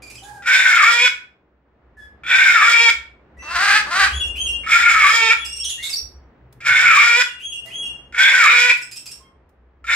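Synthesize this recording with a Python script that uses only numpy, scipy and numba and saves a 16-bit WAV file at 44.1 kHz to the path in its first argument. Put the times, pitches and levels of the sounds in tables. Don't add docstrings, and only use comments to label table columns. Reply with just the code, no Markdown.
import sys
import numpy as np
from scipy import signal
from scipy.fft import rfft, irfft, next_fast_len
from scipy.io import wavfile
from scipy.ndimage import uniform_filter1d, minimum_filter1d
from numba import njit

SR = 44100
rng = np.random.default_rng(int(sys.argv[2]) if len(sys.argv) > 2 else 0)


def store_pcm(level_fs):
    pcm = np.round(np.clip(level_fs, -1, 1) * 32767).astype(np.int16)
    wavfile.write(sys.argv[1], SR, np.atleast_2d(pcm).T)


N = 438794


def amp(db):
    return 10 ** (np.asarray(db) / 20)


def unit(x):
    return x / np.sqrt(np.mean(x ** 2) + 1e-20)


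def steady(x):
    return x / np.sqrt(np.abs(uniform_filter1d(x * x, size=4096)) + 1e-20)


def along(points, hz):
    point_hz, values = np.transpose(points)
    return np.interp(np.log(hz + 1), np.log(point_hz + 1), values)


def curves(rows):
    times, *columns = np.transpose(rows)
    return [np.interp(np.arange(N) / SR, times, column) for column in columns]


def gate(calls, edge_s):
    t = np.arange(N) / SR
    return sum(np.clip(np.minimum(t - call[0][0], call[-1][0] - t) / edge_s, 0, 1) for call in calls)


def wobble(rate):
    knots = rng.standard_normal(int(N * rate / SR) + 2)
    return np.interp(np.arange(N) * rate / SR, np.arange(len(knots)), knots)


def filtered(x, response):
    size = next_fast_len(N + SR // 2)
    return irfft(rfft(x, size) * response(np.fft.rfftfreq(size, 1 / SR)), size)[..., :N]


def modes(table, hz):
    return sum((-1) ** k * amp(db) * 1j * hz * width / (centre ** 2 - hz ** 2 + 1j * hz * width)
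               for k, (centre, width, db) in enumerate(table))


@njit
def resonate(x, radius, cosine):
    y = np.zeros(len(x))
    for i in range(2, len(x)):
        y[i] = x[i] - x[i - 2] + 2 * radius * cosine[i] * y[i - 1] - radius * radius * y[i - 2]
    return y


def band(x, hz, width_hz):
    radius, cosine = np.exp(-np.pi * width_hz / SR), np.cos(2 * np.pi * hz / SR)
    return steady(resonate(resonate(x, radius, cosine), radius, cosine))


def add_at(track, start_s, sound):
    track[:, round(start_s * SR):][:, :sound.shape[1]] += sound


def rush(spectrum):
    # frequency in Hz, left-right correlation.
    likeness = [(100, .994), (300, 0.9), (650, 0.68), (1400, 0.58), (3000, .02)]

    def mid_and_side(hz):
        angle = np.arccos(np.clip(along(likeness, hz), -1, 1)) / 2
        return amp(along(spectrum, hz)) * [np.cos(angle), np.sin(angle)]

    mid, side = filtered(rng.standard_normal((2, N)), mid_and_side)
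    return unit(np.array([mid + side, mid - side]))


def suburb():
    # time in seconds, hum level in dB, drone level in dB.
    levels = [(0, -54, -58.5), (1.6, -67, -77.5), (2.49, -52, -60.5), (3.02, -61.5, -76.5),
              (3.69, -50, -61), (4.65, -50.5, -63), (5.32, -58.5, -64.5), (6.87, -58.5, -54),
              (7.23, -65.5, -67), (7.81, -53.5, -52.5), (8.5, -66, -61.5), (9.1, -61.5, -52.5),
              (9.64, -65, -69)]
    # frequency in Hz, relative noise density in dB.
    hum_spectrum = [(60, -18), (150, -8.5), (400, -9), (900, -16), (1800, -21), (2600, -29.5),
                    (8000, -58.5), (11000, -97)]
    drone_spectrum = [(60, -110), (120, -5.5), (131, -12), (142, -19), (170, -42), (400, -120)]
    hum_db, drone_db = curves(levels)
    hum = amp(hum_db + 3.5 + wobble(4.9)) * rush(hum_spectrum)
    drone = amp(drone_db - .5 + 4.9 * wobble(2.4)) * rush(drone_spectrum)
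    return hum + drone


def breeze():
    # time in seconds, level in dB.
    gusts = [(0.0, -60), (0.11, -55), (1.77, -66.5), (1.94, -49.5), (3.32, -54.5), (3.38, -45), (3.93, -53),
             (4.13, -32), (4.82, -44), (5.99, -54), (6.04, -44.5), (6.65, -56), (6.73, -43.5),
             (7.01, -61.5), (8.12, -52), (8.59, -65), (9.95, -52)]
    # frequency in Hz, relative noise density in dB.
    drum_spectrum = [(20, -30.5), (45, -22), (62, -1), (80, -14.5), (110, -29.5), (300, -60), (1000, -120)]
    gust_db, = curves(gusts)
    return amp(gust_db + 1.3 * wobble(13)) * rush(drum_spectrum)


def aviary_echo(x, stretch):
    # frequency in Hz, seconds to fall 60 dB at a stretch of 1.
    decay = [(400, 0.25), (1060, 0.38), (2790, 0.35), (7350, 0.28)]
    hz, t, noise = signal.stft(rng.standard_normal((2, SR)), SR, nperseg=256)
    fade = amp(-60 * t / stretch / along(decay, hz)[:, None])
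    _, tail = signal.istft(noise * fade, SR, nperseg=256)
    delayed = np.pad(x, ((0, 0), (200, 0)))
    return signal.fftconvolve(delayed, tail / np.linalg.norm(tail[0]), axes=1)[:, :N]


def faint_ticks():
    # start in seconds, relative level in dB.
    puffs = [(4.3677, -25), (6.5253, -32), (7.6583, -24.5), (9.491, -48)]
    out, t = np.zeros((2, N + SR)), np.arange(SR // 20) / SR
    envelope = amp(-60 * t / .04) * (1 - np.exp(-t / .002))
    for start, db in puffs:
        add_at(out, start, amp(db - 11.5) * envelope * rng.standard_normal((2, len(t))))
    return out[:, :N]


def note(length, from_hz, to_hz, glide_s, second_db, third_db, rasp, swell=.68):
    t = np.arange(round(length * SR)) / SR
    noise = rng.standard_normal((3, SR // 5))
    shake = np.interp(t * 900, np.arange(SR // 5), noise[0])
    flutter = np.interp(t * 300, np.arange(SR // 5), noise[1])
    settled = 1 - np.exp(-t / glide_s)
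    hz = (from_hz + (to_hz - from_hz) * settled) * (1 + .08 * rasp * shake)
    phase = 2 * np.pi * np.cumsum(hz) / SR
    overtones = amp(second_db) * np.sin(2 * phase) + amp(third_db) * np.sin(3 * phase)
    overtones += amp(third_db - 26) * np.sin(4 * phase) * (hz < SR / 9)
    tone = np.sin(phase) + settled ** 3 * overtones
    breath = 4.9 * rasp ** 2 * np.std(tone) * uniform_filter1d(np.diff(noise[2]), size=3)[:len(t)]
    envelope = np.abs(np.sin(np.pi * (t / length) ** swell)) ** .5
    return envelope * amp(3.5 * rasp * flutter) * (tone + breath)


def whistling_parrots():
    # start of the rise and of the drop in seconds, high note in Hz, level in dB.
    whistles = [(4.115, 4.201, 3372, -24), (4.368, 4.46, 3218, -21.5), (5.351, 5.431, 3393, -34),
                (5.592, 5.697, 3306, -33), (7.184, 7.272, 3400, -37), (7.41, 7.516, 3291, -28),
                (7.717, 7.822, 3300, -28)]
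    low_hz, pan_db = 2805, np.array([[.8], [-.8]])
    out = np.zeros((2, N + SR))
    for start, drop, high_hz, db in whistles:
        rise = note(drop - start + .006, .76 * high_hz, high_hz, .011, -15, -17, rasp=.035, swell=1.6)
        fall = note(.075, high_hz, low_hz, .003, -20, -19, rasp=.16)
        scoop = note(.04, .7 * high_hz, high_hz, .018, -22, -26, rasp=.3)
        gain = amp(db + pan_db)
        add_at(out, start - .014, gain * amp(-10) * scoop)
        add_at(out, start, gain * rise)
        add_at(out, drop, gain * amp(-2) * fall)
    return out[:, :N]


def chattering_parrots():
    # start in seconds, first and target pitch in Hz, level in dB, overtones in dB, rasp 0-1.
    chirps = [(0.021, 2430, 2414, -42.5, -0.5, 0.5), (.064, 2503, 2413, -43, -4, .4),
              (0.098, 2512, 2468, -45.5, -2, 0.7), (.146, 2540, 2544, -45.5, 3.5, 0.5),
              (.179, 3323, 2970, -44.5, -5, 0.4), (.231, 4210, 3385, -48, 4, 0.4),
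              (5.446, 2626, 2620, -41.5, 10.5, 0.5), (5.484, 2660, 2710, -45.5, 14, .2),
              (5.52, 2760, 2786, -41, 13.5, 0.2), (5.558, 2755, 2788, -42.5, 17, 0.3),
              (5.594, 2670, 2783, -38.5, 17, .12), (5.642, 4260, 2928, -26.5, 3.5, 0.3),
              (5.692, 4210, 3333, -29.5, 5, 0.4), (5.893, 2717, 2573, -41, 11.5, 0.6),
              (5.929, 4750, 4507, -22, -13, .3), (8.767, 2614, 2457, -40.5, 0, .5),
              (8.815, 2785, 2676, -41.5, 10, .4), (8.913, 2795, 2475, -46, 9, .6),
              (8.96, 2670, 2660, -45.5, 14.5, 0.5), (9.057, 2820, 2394, -46, 11.5, .6),
              (9.11, 2785, 2676, -49, 16, 0.5)]
    # start and length in seconds, first and target pitch in Hz, level in dB,
    # second and third partial in dB, rasp 0-1.
    single_calls = [(0.22, 0.11, 749, 840, -44, -1, -24, 0.4),
                    (.329, 0.069, 927, 791, -42.5, -0.5, -25, .3),
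                    (1.969, .1, 1750, 1705, -43.5, -15.5, -21.5, 0.2),
                    (3.39, .19, 2650, 2690, -41, -13, -29.5, .1),
                    (3.369, 0.11, 1930, 2007, -45.5, -25.5, -1.5, 0.2),
                    (5.777, .13, 1717, 2232, -38, -3, -7.5, 0.3),
                    (5.825, 0.065, 3420, 3760, -29, -8.5, -17.5, 0.5),
                    (5.958, 0.036, 5030, 5710, -24.5, -18, -29.5, 0),
                    (7.652, .058, 634, 672, -48, -12, 8.5, .4), (9.2, .083, 1062, 1069, -54.5, -6, -7, 0.1)]
    chirp_s, glide_share, pan_db = .023, .21, np.array([[-1.5], [1.5]])
    out = np.zeros((2, N + SR))
    for start, from_hz, to_hz, db, over_db, rasp in chirps:
        chirp = note(chirp_s, from_hz, to_hz, glide_share * chirp_s,
                     over_db, over_db - 3, rasp, swell=.45)
        add_at(out, start, amp(db + pan_db) * chirp)
    for start, length, from_hz, to_hz, db, second_db, third_db, rasp in single_calls:
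        call = note(length, from_hz, to_hz, glide_share * length, second_db, third_db, rasp)
        add_at(out, start, amp(db + pan_db) * call)
    return out[:, :N]


def microphones(x, left_lead_s):
    # frequency in Hz, level of left over right in dB.
    shading = [(400, 0), (1300, 3), (2400, -1.5), (4400, -3), (8100, -10), (15000, 4.5)]
    side = np.array([[.5], [-.5]])
    return filtered(np.array([x, x]),
                    lambda hz: amp(side * along(shading, hz))
                    * np.exp(2j * np.pi * hz * left_lead_s * side))


def syrinx(pitch_hz, rough, jitter, subharmonic):
    rough = np.clip(rough, 0, 1)
    unsteady_hz = pitch_hz * (1 + .014 * wobble(45) + jitter * rough ** 2 * wobble(400))
    phase = 2 * np.pi * np.cumsum(unsteady_hz) / SR
    pulses = unit((1 - .81) / (1.81 - 1.8 * np.cos(phase)) - 1)
    pulses *= 1 + subharmonic * np.cos(phase / 2)
    hiss = unit(rng.standard_normal(N) * (1 + .8 * np.cos(phase)))
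    return (np.sqrt(1 - rough) * pulses + np.sqrt(rough) * hiss) * amp(2.2 * rough * wobble(70))


def squawk(start, peak, end, db, first_hz, top_hz):
    return [(start, db - 32.5, first_hz),
            (start + .4 * (peak - start), db - 10.5, first_hz + .6 * (top_hz - first_hz)),
            (peak, db, top_hz),
            (end, db - 17, .93 * top_hz)]


def second_parrot():
    # start, peak and end in seconds, level in dB, first and top pitch in Hz.
    squawks = [(3.421, 3.77, 3.82, -11, 521.8, 904.4), (3.854, 4.047, 4.09, -11, 532.8, 850.3)]
    # centre and width of a resonance in Hz, relative gain in dB.
    treble_modes = [(2358, 210, -7), (4020, 420, -2.5), (4630, 320, 3.5), (6300, 3900, -10.5),
                    (8590, 360, -3), (13400, 1000, -34.5)]
    calls = [squawk(*row) for row in squawks]
    db, pitch_hz = curves(sum(calls, []))
    source = syrinx(pitch_hz * (1 + .045 * wobble(22)), rough=.6, jitter=.14, subharmonic=.8)
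    mouth = band(source, 1.82 * pitch_hz, width_hz=1100)
    fundamental = band(source, pitch_hz, width_hz=200)
    treble = steady(filtered(source, lambda hz: modes(treble_modes, hz)))
    voice = mouth + .1 * fundamental + amp(-10) * treble
    return gate(calls, edge_s=.0041) * amp(db + 1.8 * wobble(70)) * voice


def screech(start, catch, full, snap, clearest, end, db, crest_hz, first_hz, note_hz, rough):
    chaos, settling, husky, fraying = .89, .6, .4, .55
    note_db, accent_db = db - 2.5, db + 2
    rest_hz = 3 * note_hz
    return [(start, db - 25, .9 * crest_hz, note_hz, chaos),
            (catch, db - 25, .9 * crest_hz, note_hz, chaos),
            (catch + .003, db - 15.5, .9 * crest_hz, note_hz, chaos),
            (full, db, .95 * crest_hz, note_hz, chaos),
            (full + .4 * (snap - full), db, crest_hz, note_hz, chaos),
            (full + .8 * (snap - full), db, .89 * crest_hz, note_hz, chaos),
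            (snap, db + 4.5, 1158, .91 * note_hz, chaos),
            (snap + .05, db, 3 * first_hz, first_hz, settling),
            (clearest - .03, note_db, rest_hz, (first_hz + note_hz) / 2, husky),
            (clearest, note_db, rest_hz, note_hz, rough),
            (end - .036, note_db, rest_hz, note_hz, rough),
            (end - .018, accent_db, rest_hz, note_hz, fraying),
            (end, accent_db, rest_hz, note_hz, fraying)]


def cockatoo():
    # start, catch, full voice, break, clearest moment and end in seconds, level in dB,
    # windpipe crest in Hz, first and last pitch of the closing note in Hz, its roughness 0-1.
    screeches = [(.422, .457, .48, .83, 1.03, 1.08, -12, 1590, 466, 488, .2),
                 (2.235, 2.262, 2.31, 2.62, 2.82, 2.905, -12.5, 1580, 466, 468, .07),
                 (4.635, 4.661, 4.72, 5.06, 5.23, 5.335, -13, 1430, 455, 461, .05),
                 (6.604, 6.648, 6.67, 6.975, 7.18, 7.225, -12, 1530, 465, 492, .15),
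                 (8.124, 8.143, 8.2, 8.46, 8.66, 8.72, -11, 1620, 482, 494, .4),
                 (9.842, 9.866, 9.905, 10.25, 10.45, 10.5, -14, 1500, 470, 480, .2)]
    # centre and width of a resonance in Hz, relative gain in dB.
    head_modes = [(3244, 307, 3), (4130, 1900, -7.5), (5172, 540, -1.5), (7160, 570, -7.5),
                  (8860, 980, -14), (12880, 2100, -26)]
    calls = [screech(*row) for row in screeches]
    db, pipe_hz, pitch_hz, rough = curves(sum(calls, []))
    clear = np.clip(1 - rough, 0, 1)
    source = syrinx(pitch_hz, rough, jitter=.12, subharmonic=.34)
    beak_hz = 2200 + 160 * clear + 60 * wobble(14)
    windpipe = band(source, pipe_hz, width_hz=90) * amp(-.5 - 9.5 * clear + 3 * wobble(40))
    beak = band(source, beak_hz, width_hz=276) * amp(3.8 * wobble(30))
    between = band(source, (pipe_hz + beak_hz) / 2, width_hz=420)
    chest = band(source, 450 + 400 * rough, width_hz=280)
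    chest += 2 * band(source, np.full(N, 940.), width_hz=280)
    breathy = syrinx(pitch_hz, .05 + .88 * rough, jitter=.12, subharmonic=.2)
    head = steady(filtered(breathy, lambda hz: modes(head_modes, hz) * hz ** 2 / (hz ** 2 + 2500 ** 2)))
    chest *= amp(-33.5 + 16.2 * clear)
    head *= amp(-16 + 12.2 * clear + 2.3 * wobble(25))
    bite = band(breathy, 3450 + 170 * wobble(4), width_hz=260) * amp(-21.5 + 6.8 * wobble(12))
    voice = .8 * windpipe + .76 * beak + .56 * between + chest + head + bite
    return gate(calls, edge_s=.00063) * amp(db - 1 + .91 * rough * wobble(80)) * voice


def scene():
    near = microphones(cockatoo() + second_parrot(), left_lead_s=56e-6)
    whistles, chatter, ticks = whistling_parrots(), chattering_parrots(), faint_ticks()
    direct = near + amp(-.5) * whistles + amp(1) * chatter + ticks
    echo = aviary_echo(amp(-4.5) * near + amp(-8) * ticks + amp(4) * chatter, stretch=.98)
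    far_echo = aviary_echo(amp(4.5) * whistles, stretch=1.29)
    return direct + echo + far_echo + suburb() + breeze()


def record(dry):
    ceiling, window, top_hz = .95, round(.003 * SR), 15700
    needed_gain = ceiling / np.maximum(np.abs(dry).max(axis=0), ceiling)
    gain = uniform_filter1d(minimum_filter1d(needed_gain, size=window), size=window)
    return filtered(dry * gain, lambda hz: hz < top_hz)


dry = scene()
out = record(dry)
store_pcm(out)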